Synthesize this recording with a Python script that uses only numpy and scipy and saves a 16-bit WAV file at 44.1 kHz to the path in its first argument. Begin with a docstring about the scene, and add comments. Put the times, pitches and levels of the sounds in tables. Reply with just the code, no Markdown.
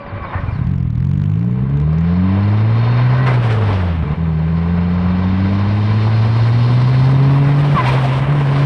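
"""On a track, from a muffled microphone in a housing on the body of a turbocharged car that pulls away and slides.
Closest is the exhaust: firing pulses, summed as engine orders, boom through the pipe after single stumbling firings.
Ticks of filtered noise shake out of the mount; engine and road noise, in bands, roars through the housing's
resonances, swelled in flutters by the turbo's puffs on lift-off. Wavering tones and ragged noise make the tyres
chirp and scrape; gliding noise bands whistle and thin gliding tones squeak."""
import sys
import numpy as np
from scipy import signal
from scipy.fft import rfft, irfft, next_fast_len
from scipy.io import wavfile
from scipy.ndimage import uniform_filter1d

SR = 44100
rng = np.random.default_rng(int(sys.argv[2]) if len(sys.argv) > 2 else 0)


def boost(x):
    """Linear amplitude factor 10**(x/20) for a level x in decibels (scalar or array-like)."""
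    u = np.asarray(x, float) / 20
    return 10 ** u


def dump_mix(stems):
    """Bounce the given channels to the path in sys.argv[1] as a 16-bit WAV at rate SR."""
    frames = np.atleast_2d(stems).T  # one column per channel
    limited = np.clip(frames, -1, 1)  # hard clip at full scale
    pcm = np.round(limited * 32767).astype(np.int16)
    wavfile.write(sys.argv[1], SR, pcm)


N = 381465
T = np.arange(N) / SR

# exhaust level before the spread of single firings; steady running starts at the first row: (time [s], level [dB])
ENGINE_LEVEL = [(.66, -15.5), (.93, -16.5), (1.04, -14), (1.6, -14.5), (1.95, -12.5), (3.15, -11),
                (3.45, -13), (3.9, -15.5), (4.2, -16), (4.4, -14.5), (5.5, -13.5), (7.25, -9.5), (7.7, -12),
                (7.92, -13.5), (8.17, -14.5), (8.33, -12), (8.47, -13.5), (8.65, -10.5)]
TICK_AT = .04  # [cycles] place of the mount's tick in the firing cycle


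def rms_one(x):
    """Scale to unit rms."""
    return x / np.sqrt(np.mean(x ** 2) + 1e-20)


def in_time(rows):
    """Columns of a curve at every sample."""
    seconds, *columns = np.transpose(rows)
    return [np.interp(T, seconds, column) for column in columns]


def at_hz(points, hz):
    """A spectrum read on a log-frequency axis."""
    point_hz, point_db = np.transpose(points)
    return np.interp(np.log(hz + 1), np.log(point_hz), point_db)


def hump(middle_s, half_s):
    """A rounded swell from 0 to 1 and back."""
    return np.clip(1 - ((T - middle_s) / half_s) ** 2, 0, 1)


def drift(rate_hz):
    """Slow chance with a spread of about 1: noise through two equal poles at rate_hz."""
    pole = np.exp(-80 * np.pi * rate_hz / SR)  # run at every 40th sample
    noise = rng.standard_normal(N // 40 + 2002)
    slow = signal.lfilter([1], [1, -2 * pole, pole * pole], noise)[2000:]
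    return np.interp(np.arange(N) / 40, np.arange(len(slow)), rms_one(slow))


def housed(x, low_hz, high_hz, ringing=1):
    """One band of a sound through the housing: a plain and a resonant version, each of rms 1, blended by a share 0-1."""
    # what the housing lets through: (frequency [Hz], relative level [dB])
    housing_response = [(15, -16.5), (40, -6.5), (90, 2.5), (200, 0.5), (300, -10), (600, -10.5),
                        (1300, -14), (2400, -23.5), (3400, -28), (4500, -33.5), (5600, -40.5),
                        (6500, -49.5), (7500, -53), (9500, -60.5), (13000, -66.5), (15500, -77.5)]
    # housing resonances and notches: (frequency [Hz], width [Hz], gain [dB])
    resonances = [(433, 40, 4), (1035, 130, 7), (1547, 110, 5), (2020, 280, 4.5), (2350, 110, 6),
                  (2710, 70, 4), (3180, 120, 2.5), (3380, 220, -5), (3668, 75, 9), (3930, 100, -3),
                  (4030, 70, 5), (4245, 140, 9.5), (4700, 70, 4.5), (5100, 160, 7), (5350, 200, -2),
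                  (5680, 200, 4), (6050, 400, -3), (8650, 1100, 10.5)]
    size = next_fast_len(N)
    hz = np.arange(size // 2 + 1) * SR / size
    rings_db = sum(db / (1 + (2 * (hz - f) / width) ** 2) for f, width, db in resonances)
    band = 1 / np.sqrt((1 + (low_hz / (hz + 1)) ** 12) * (1 + (hz / high_hz) ** 12))
    plain = rfft(x, size) * boost(at_hz(housing_response, hz)) * band
    rung = plain * boost(rings_db)
    rung, plain = (rms_one(irfft(spectrum, size)[:N]) for spectrum in (rung, plain))
    return ringing * rung + (1 - ringing) * plain


def roar(cycles, throttle):
    """Engine, wind and road noise in the housing; upper bands throb with the firings and swell with the turbo's puffs."""
    # wind buffeting and road rumble: (time [s], buffeting [dB], rumble [dB])
    rumble_curve = [(0, -41, -33.5), (.4, -35, -31), (.7, -31, -28.5), (1.3, -31, -29), (1.8, -38, -28),
                    (2.2, -49.5, -34.5), (3, -41, -28.5), (3.7, -34, -25.5), (4.4, -43, -29.5),
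                    (5.2, -33.5, -26.5), (6, -43.5, -27), (7, -43.5, -23), (7.7, -36.5, -26),
                    (8.65, -38, -28.5)]
    # middle of the roar: (time [s], level [dB])
    roar_curve = [(.03, -38), (.31, -34.5), (.5, -39), (.88, -45), (1.15, -43.5), (1.85, -37),
                  (2.06, -33.5), (2.37, -29), (2.63, -29), (3, -25), (3.055, -28), (3.11, -28), (3.25, -26),
                  (3.7, -26.5), (4.04, -31), (4.35, -35), (4.66, -31), (5.3, -28.5), (6.9, -27.5),
                  (7.48, -26), (7.72, -25.5), (7.9, -23), (8.22, -25), (8.65, -24)]
    # the treble: (time [s], hiss [dB], fizz [dB])
    treble_curve = [(.03, -65, -88), (.2, -62, -87), (.36, -56, -73), (.55, -54.5, -69), (.88, -82.5, -87),
                    (1.2, -75, -83), (1.8, -61, -79.5), (2.1, -51.5, -82), (2.6, -46, -66),
                    (3, -42.5, -69.5), (3.5, -47, -56), (3.75, -42.5, -60), (4.1, -56.5, -70.5),
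                    (4.35, -54.5, -70), (4.66, -51.5, -69.5), (5.2, -45.5, -69.5), (5.85, -40.5, -62.5),
                    (6.8, -38, -56), (7.48, -43, -56.5), (7.83, -40, -52.5), (7.87, -37, -51.5),
                    (8.19, -43, -49.5), (8.23, -54, -56), (8.6, -39, -51)]
    # the topmost sizzle: (time [s], level [dB])
    sizzle_curve = [(.03, -100), (.93, -86.5), (1.9, -93.5), (2.3, -100), (2.7, -91), (3.5, -84.5),
                    (4.1, -91.5), (6.1, -97), (7.1, -69), (7.83, -63.5), (7.87, -58.5), (8.2, -66.5),
                    (8.6, -72.5)]
    # turbo air puffing back after lift-off, to be weighted in each band:
    # (time [s], rise [s], hold [s], swell [dB])
    puffs = [(3.116, 0.023, .04, 3), (3.26, .004, .03, 14.5), (3.295, .015, .012, 5.5),
             (3.328, .012, .013, 10), (3.415, 0.022, 0.032, 6), (3.495, 0.014, .02, 7.5),
             (3.657, 0.021, 0.031, 3), (3.717, .015, 0.013, 5), (7.855, .005, 0.023, 6.5),
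             (7.911, .01, 0.016, 4.5)]
    puff_decay_s = .014
    ringing_shut, ringing_wander = .1, .15  # shares 0-1
    always_ringing_from_hz = 5000

    roar_db, = in_time(roar_curve)
    rasp_db = roar_db - 7.5
    buffet_db, rumble_db = in_time(rumble_curve)
    hiss_db, fizz_db = in_time(treble_curve)
    sizzle_db, = in_time(sizzle_curve)
    puff_db = 0
    for s, rise, hold, db in puffs:
        falling_s = np.maximum(T - s - rise - hold, 0)
        puff_db = puff_db + db * np.clip((T - s) / rise, 0, 1) * np.exp(-falling_s / puff_decay_s)
    gust = .15 * drift(5.3) + .5 * drift(36)
    throb = np.cos(2 * np.pi * (cycles - TICK_AT))
    # (low edge [Hz], high edge [Hz], level [dB])
    layers = [
        (10, 62, buffet_db + drift(6)),
        (55.5, 336, rumble_db + drift(14)),
        (265, 1340, roar_db + .52 * puff_db + 1.7 * gust + .99 * throb + .92 * drift(37)),
        (1560, 3600, rasp_db + .56 * puff_db + 1.1 * gust + .86 * throb + .86 * drift(25)),
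        (2960, 6400, hiss_db + .59 * puff_db + 1.9 * gust + .5 * throb + drift(11)),
        (5930, 14000, fizz_db + .9 * puff_db + 2.1 * gust + 1.2 * throb + 1.3 * drift(13)),
        (9900, 15500, sizzle_db + 1.1 * puff_db + 1.8 * gust + 1.2 * drift(10))]
    # below the fizz, the resonances blur off throttle and wander band by band
    blur = (1 - ringing_shut) * (1 - throttle)
    out = 0
    for low_hz, high_hz, db in layers:
        noise = rng.standard_normal(N)
        least = low_hz > always_ringing_from_hz
        ringing = np.clip(1 - blur - ringing_wander * np.abs(drift(1.9)), least, 1)
        out = out + boost(db) * housed(noise, low_hz, high_hz, ringing)
    return out


def whistles():
    """Breathy hums and whistles: narrow bands of noise that glide in pitch, swell and fade."""
    # (middle [s], half length [s], start [Hz], end [Hz], rate of the noise's drift [Hz], level [dB])
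    whistle_rows = [(0.17, 0.15, 100, 84, 23, -29), (1.684, 0.36, 427, 435, 24, -39.5),
                    (2.891, .25, 3650, 3680, 48, -46.5), (2.918, 0.2, 4330, 4240, 53, -48.5),
                    (3.123, .22, 1478, 1560, 19, -35), (3.24, .11, 1817, 2090, 20, -34.5),
                    (0.363, 0.045, 1757, 1850, 120, -33.5), (3.607, 0.25, 448, 423, 20, -31),
                    (.16, 0.079, 2340, 2300, 30, -47), (7.968, .06, 988, 1060, 110, -36.5),
                    (8.13, .03, 1017, 990, 43, -27)]
    out = 0
    for s, half, start_hz, end_hz, width_hz, db in whistle_rows:
        hz = np.interp(T, [s - half, s + half], [start_hz, end_hz])
        phase = 2 * np.pi * np.cumsum(hz) / SR
        band = drift(width_hz) * np.cos(phase) + drift(width_hz) * np.sin(phase)
        out = out + boost(db) * hump(s, half) * band
    return out


def squeaks():
    """Thin high tones that glide fast, then more slowly, with a wavering pitch and a ragged level."""
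    # (start [s], end [s], start pitch [Hz], end pitch [Hz], level before raggedness [dB])
    squeak_rows = [(0, .045, 5000, 4400, -60), (.06, .125, 5400, 3950, -56), (.16, .19, 4350, 4300, -58),
                   (.225, 0.272, 5600, 3950, -54), (.25, .288, 3600, 3800, -50),
                   (.28, .325, 3850, 3550, -48), (.46, 0.521, 2520, 2250, -43),
                   (.512, 0.61, 5250, 3650, -53)]
    out = np.zeros(N)
    waver = 1 + .02 * drift(60) + .02 * drift(250)
    for start, end, start_hz, end_hz, db in squeak_rows:
        part = np.clip((T - start) / (end - start), 0, 1)
        hz = waver * (start_hz + (end_hz - start_hz) * part ** .6)
        ragged_db = 3 * np.minimum(drift(70), 1)
        swell = np.sqrt(np.abs(np.sin(np.pi * part))) * (part < 1)
        out += boost(db + ragged_db) * swell * np.sin(2 * np.pi * np.cumsum(hz) / SR)
    return out


def tyres():
    """Stick-slip of the rubber: wavering tones with a ragged level, over a scrubbing noise."""
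    # scrapes without a tone: (middle [s], half length [s], level before raggedness [dB])
    scrape_rows = [(0.243, 0.017, -40), (0.357, 0.039, -28), (0.328, 0.43, -35), (3.144, 0.27, -30),
                   (3.808, 0.049, -34), (7.8, 0.075, -25.5), (7.87, 0.051, -27.5), (7.974, 0.026, -25)]
    # rasping higher scrapes of the last slide: (middle [s], half length [s], level before raggedness [dB])
    high_scrape_rows = [(7.78, .04, -36), (7.874, .05, -29.5), (7.961, .05, -34.5), (8.045, .04, -41.5),
                        (8.15, 0.11, -35.5)]
    # one list a squeal: (time [s], pitch [Hz], level before raggedness [dB], overtones [dB])
    squeal_curves = [
        [(0, 565.4, -34.5, 0.5), (.1, 570, -43, -8), (.17, 571, -35, -6.5), (.21, 569, -51, 17.5),
         (.26, 539, -38, 4), (.3, 566, -47, 8), (.39, 573, -34.5, -15), (.46, 564, -56, -1),
         (.51, 576, -44, 5.5), (.55, 560, -59, -2)],
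        [(7.75, 1172, -28, -12), (7.76, 1167, -21.5, -9), (7.776, 1145, -16, -29), (7.788, 1023, -16, -8.5),
         (7.802, 1030, -17.5, -13), (7.812, 997, -15.5, -9), (7.825, 976, -38, -8)],
        [(7.86, 976, -37, -13), (7.868, 934, -16, -17), (7.878, 953, -15.5, -29), (7.888, 970, -24, -1.5),
         (7.903, 930, -22, -9.5), (7.915, 950, -45, -7)],
        [(8.03, 715, -42, -12), (8.042, 710, -24.5, -6), (8.058, 700, -21, -12), (8.07, 696, -32, -5)],
    ]
    # one list a squeal: (multiple of the pitch, level added to the overtones' [dB])
    squeal_overtones = [
        [(2, -1), (4.15, -12.5)],
        [(1.5, -1.1), (2, -0.47)],
        [(2.15, -0.11), (2.5, -1)],
        [(1.4, 0)],
    ]
    bite_db = -15  # noise of a squeal against its tone

    out = np.zeros(N)
    scrub = housed(rng.standard_normal(N), 620, 2500)
    bite = housed(rng.standard_normal(N), 1400, 3700)  # the squeals bite higher
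    rasp = housed(rng.standard_normal(N), 2200, 3700, ringing=0)
    for noise, rows in [(scrub, scrape_rows), (rasp, high_scrape_rows)]:
        ragged_db = 2 * drift(45)
        out += noise * boost(ragged_db) * sum(boost(db) * hump(s, half) for s, half, db in rows)
    for rows, overtones in zip(squeal_curves, squeal_overtones):
        hz, db, overtones_db = in_time(rows)
        on = uniform_filter1d(1. * (T >= rows[0][0]) * (T < rows[-1][0]), size=200)
        turns = np.cumsum(hz * (1 + .008 * drift(30))) / SR
        out += on * boost(db + bite_db) * bite
        partials = [(1, .0092)] + [(multiple, level_db + overtones_db) for multiple, level_db in overtones]
        for multiple, partial_db in partials:
            ragged_db = 2.4 * drift(80)
            tone = np.sqrt(2) * np.sin(2 * np.pi * multiple * turns)
            out += on * boost(db + partial_db + ragged_db) * tone
    return out


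def ticks(cycles, firing_hz, level_db):
    """The firings shake dry bursts of noise out of the mount, some harder, often after a fainter early one."""
    # lone hard ticks of the mount: (time [s], level before the filters [dB])
    lone_ticks = [(.642, -20), (.671, -15), (1.698, -20), (1.773, -15), (1.801, -14), (1.816, -17),
                  (1.931, -15), (1.985, -16), (2.01, -19)]
    # ticks fade with the square of the engine speed above 50 firings a second, and with a quieter exhaust
    tick_db = np.maximum(-14.5 - .05 * np.maximum(firing_hz - 50, 0) ** 2, -41)
    tick_db = tick_db + 2.5 * np.minimum(level_db + 15, 0)
    clicks = np.zeros(N)
    # (lead [cycles], level [dB], mean random loss [dB])
    for lead, db, spread_db in [(0, 0, 2), (.24, -8, 7)]:
        at = np.flatnonzero(np.diff(np.floor(cycles - TICK_AT + lead)) > 0)
        loss_db = spread_db * rng.exponential(1, 2000)[:len(at)]
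        clicks[at] = boost(tick_db[at] + db - loss_db) * (T[at] > ENGINE_LEVEL[0][0])
    for s, db in lone_ticks:
        clicks[int(s * SR)] = boost(db)
    swell = np.exp(-T[:300] / .0007) * np.minimum(T[:300] / .0003, 1)  # [s] decay and rise
    burst = signal.fftconvolve(clicks, swell)[:N] * rng.standard_normal(N)
    burst = signal.sosfilt(signal.butter(1, [700, 2600], "band", fs=SR, output="sos"), burst)
    burst = signal.sosfilt(signal.butter(1, 2800, fs=SR, output="sos"), burst)
    return signal.sosfilt(signal.butter(6, 8300, fs=SR, output="sos"), burst)


def stumbles():
    """Single firings ring the pipe for a few cycles where the engine does not run evenly."""
    # (time [s], starting level before the filter [dB], ringing [Hz])
    stumble_rows = [(0.33, -20, 85), (0.352, -6, 90), (0.385, -14, 86), (0.433, -7, 110), (0.453, -16, 88),
                    (0.481, -5.5, 105), (0.507, -22, 80), (0.523, -7, 105), (0.555, -8.5, 125),
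                    (0.589, -6, 140), (0.613, -2, 130), (0.645, -7, 150), (4.027, -3, 145), (7.748, 0, 175)]
    cycles_to_fade = 7.2  # for a fall of 60 dB
    out = np.zeros(N)
    for s, db, hz in stumble_rows:
        age = np.maximum(T - s, 0)
        out += boost(db - 60 * age * hz / cycles_to_fade) * np.sin(2 * np.pi * hz * age)
    return signal.sosfilt(signal.butter(2, [45, 260], "band", fs=SR, output="sos"), out)


def exhaust(cycles, firing_hz, level_db, overtones_db):
    """The firing pulses as orders, coloured and phase-turned by the pipe; half orders from unequal cylinders."""
    # colour of the exhaust pipe: (frequency [Hz], relative level [dB])
    pipe_response = [(20, -51.5), (43, -40.5), (57, -25.5), (75, -10), (110, 1), (135, 4), (190, 3.5),
                     (212, -5.5), (235, -10), (262, -10), (282, -1.5), (318, -12), (370, -21), (410, -8),
                     (440, -5.5), (475, -27), (600, -24), (800, -18), (1000, -16), (1500, -48.5)]
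    # weak or missed firings: (time [s], length [s], gain before smoothing [dB])
    misses = [(1.657, .08, -3.5), (3.429, 0.018, -4.5), (3.945, 0.036, -3), (4.019, 0.076, -3.5),
              (4.137, 0.037, -34), (5.345, 0.034, -2), (7.746, 0.028, -12), (7.763, 0.026, -29),
              (7.78, 0.06, -3.5), (8.194, 0.011, -16), (8.246, 0.036, -9)]
    pulse_at = .11  # [cycles]
    pulse_db_per_octave, high_orders_db_per_octave, half_orders_db = -6, -3.5, -21
    high_rev_hz, high_rev_db_per_hz = 124, .9  # the pulses sharpen above this firing rate

    out, power = 0, 0
    for order in [.5, 1, 1.5, 2, 2.5, 3, 3.5, 4, 5, 6, 7, 8, 9, 10]:
        hz = order * firing_hz
        order_db = at_hz(pipe_response, hz)
        order_db = order_db + (pulse_db_per_octave + overtones_db) * np.log2(order)
        order_db = order_db + high_orders_db_per_octave * np.log2(max(order, 3) / 3)
        if order % 1:
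            order_db = order_db + half_orders_db
        order_db = order_db + .25 * order * drift(4)  # higher orders come and go
        if order > 2:  # these sink deeper into the pipe's notch
            order_db = order_db - 12 / (1 + ((hz - 247) / 17) ** 2)
        if order == 4:  # fades above the notch
            order_db = order_db - 7 * (1 + np.tanh((hz - 300) / 10)) / 2
        if order > 3:
            order_db = order_db + high_rev_db_per_hz * np.maximum(firing_hz - high_rev_hz, 0)
        gain = boost(order_db)
        # each pulse swings up, then sharply down; the phase turns over through the notch near 250 Hz
        lead = 3.4 + np.arctan((hz - 250) / 14)
        out = out + gain * np.cos(2 * np.pi * order * (cycles - pulse_at) + lead)
        power = power + gain ** 2 / 2
    missed_db = sum(db * ((T > s) & (T < s + length)) for s, length, db in misses)
    running = uniform_filter1d(boost(missed_db) * (T > ENGINE_LEVEL[0][0]), size=300)
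    return out / np.sqrt(power) * boost(level_db) * running


def scene():
    """All sources at the one microphone, the firings shared by exhaust, ticks and roar."""
    # engine speed: (time [s], firings per second [Hz])
    speed_curve = [(.66, 44.7), (.73, 46.15), (.82, 42.75), (.9, 38), (.95, 39.1), (1.05, 45.6),
                   (1.2, 48.4), (1.33, 51.6), (1.45, 59.1), (1.59, 63.5), (2.17, 89.7), (2.66, 110.1),
                   (2.93, 120.3), (3.24, 129.8), (3.33, 124.9), (4, 79.2), (4.06, 73), (4.11, 74),
                   (4.14, 80), (4.23, 83), (4.35, 78.5), (4.73, 86.5), (5.09, 89.7), (5.35, 94.1),
                   (5.87, 106), (6.49, 116), (7.18, 135), (7.62, 144), (7.74, 143), (7.8, 124), (7.85, 125),
                   (7.92, 132), (8.12, 131.5), (8.19, 134), (8.26, 137), (8.33, 146), (8.39, 143),
                   (8.47, 137.4), (8.65, 141.1)]
    # throttle: (time [s], opening [0-1])
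    throttle_curve = [(.95, .65), (1.5, 1), (3.2, 1), (3.4, .45), (3.8, 0), (4.01, .05), (4.06, 1),
                      (7.45, 1), (7.7, .3), (8.2, .3), (8.4, .55), (8.65, .55)]
    # spells of rough running: (middle [s], half length [s], added spread of firing strength [dB])
    rough_spells = [(1.67, .2, 1), (3.45, .3, 1), (4.12, .15, 1), (8, .45, .8)]
    firing_hz, = in_time(speed_curve)
    level_db, = in_time(ENGINE_LEVEL)
    throttle, = in_time(throttle_curve)
    spread_db = .7 + sum(db * hump(s, half) for s, half, db in rough_spells)
    cycles = np.cumsum(firing_hz) / SR
    # each firing has its own strength and timing
    chance = rng.standard_normal((2000, 2))
    strength, shift = (np.interp(cycles, np.arange(2000), column) for column in chance.T)
    cycles = cycles + .012 * spread_db * shift  # .012 cycles per dB of spread
    overtones_db = -9 * (1 - throttle)  # [dB per octave] duller off throttle
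    engine = exhaust(cycles, firing_hz, level_db + spread_db * strength, overtones_db) + stumbles()
    around = ticks(cycles, firing_hz, level_db) + roar(cycles, throttle)
    return (engine + around + tyres() + squeaks() + whistles())[None]


def band_limit(x):
    """A steep low-pass at the top of the band."""
    return signal.sosfilt(signal.butter(12, 15800, fs=SR, output="sos"), x)


def record(dry):
    """The microphone's signal with its peaks softly rounded."""
    rounded = 1.171 * np.tanh(dry / 1.208)
    return band_limit(rounded)


dry = scene()
out = record(dry)
dump_mix(out)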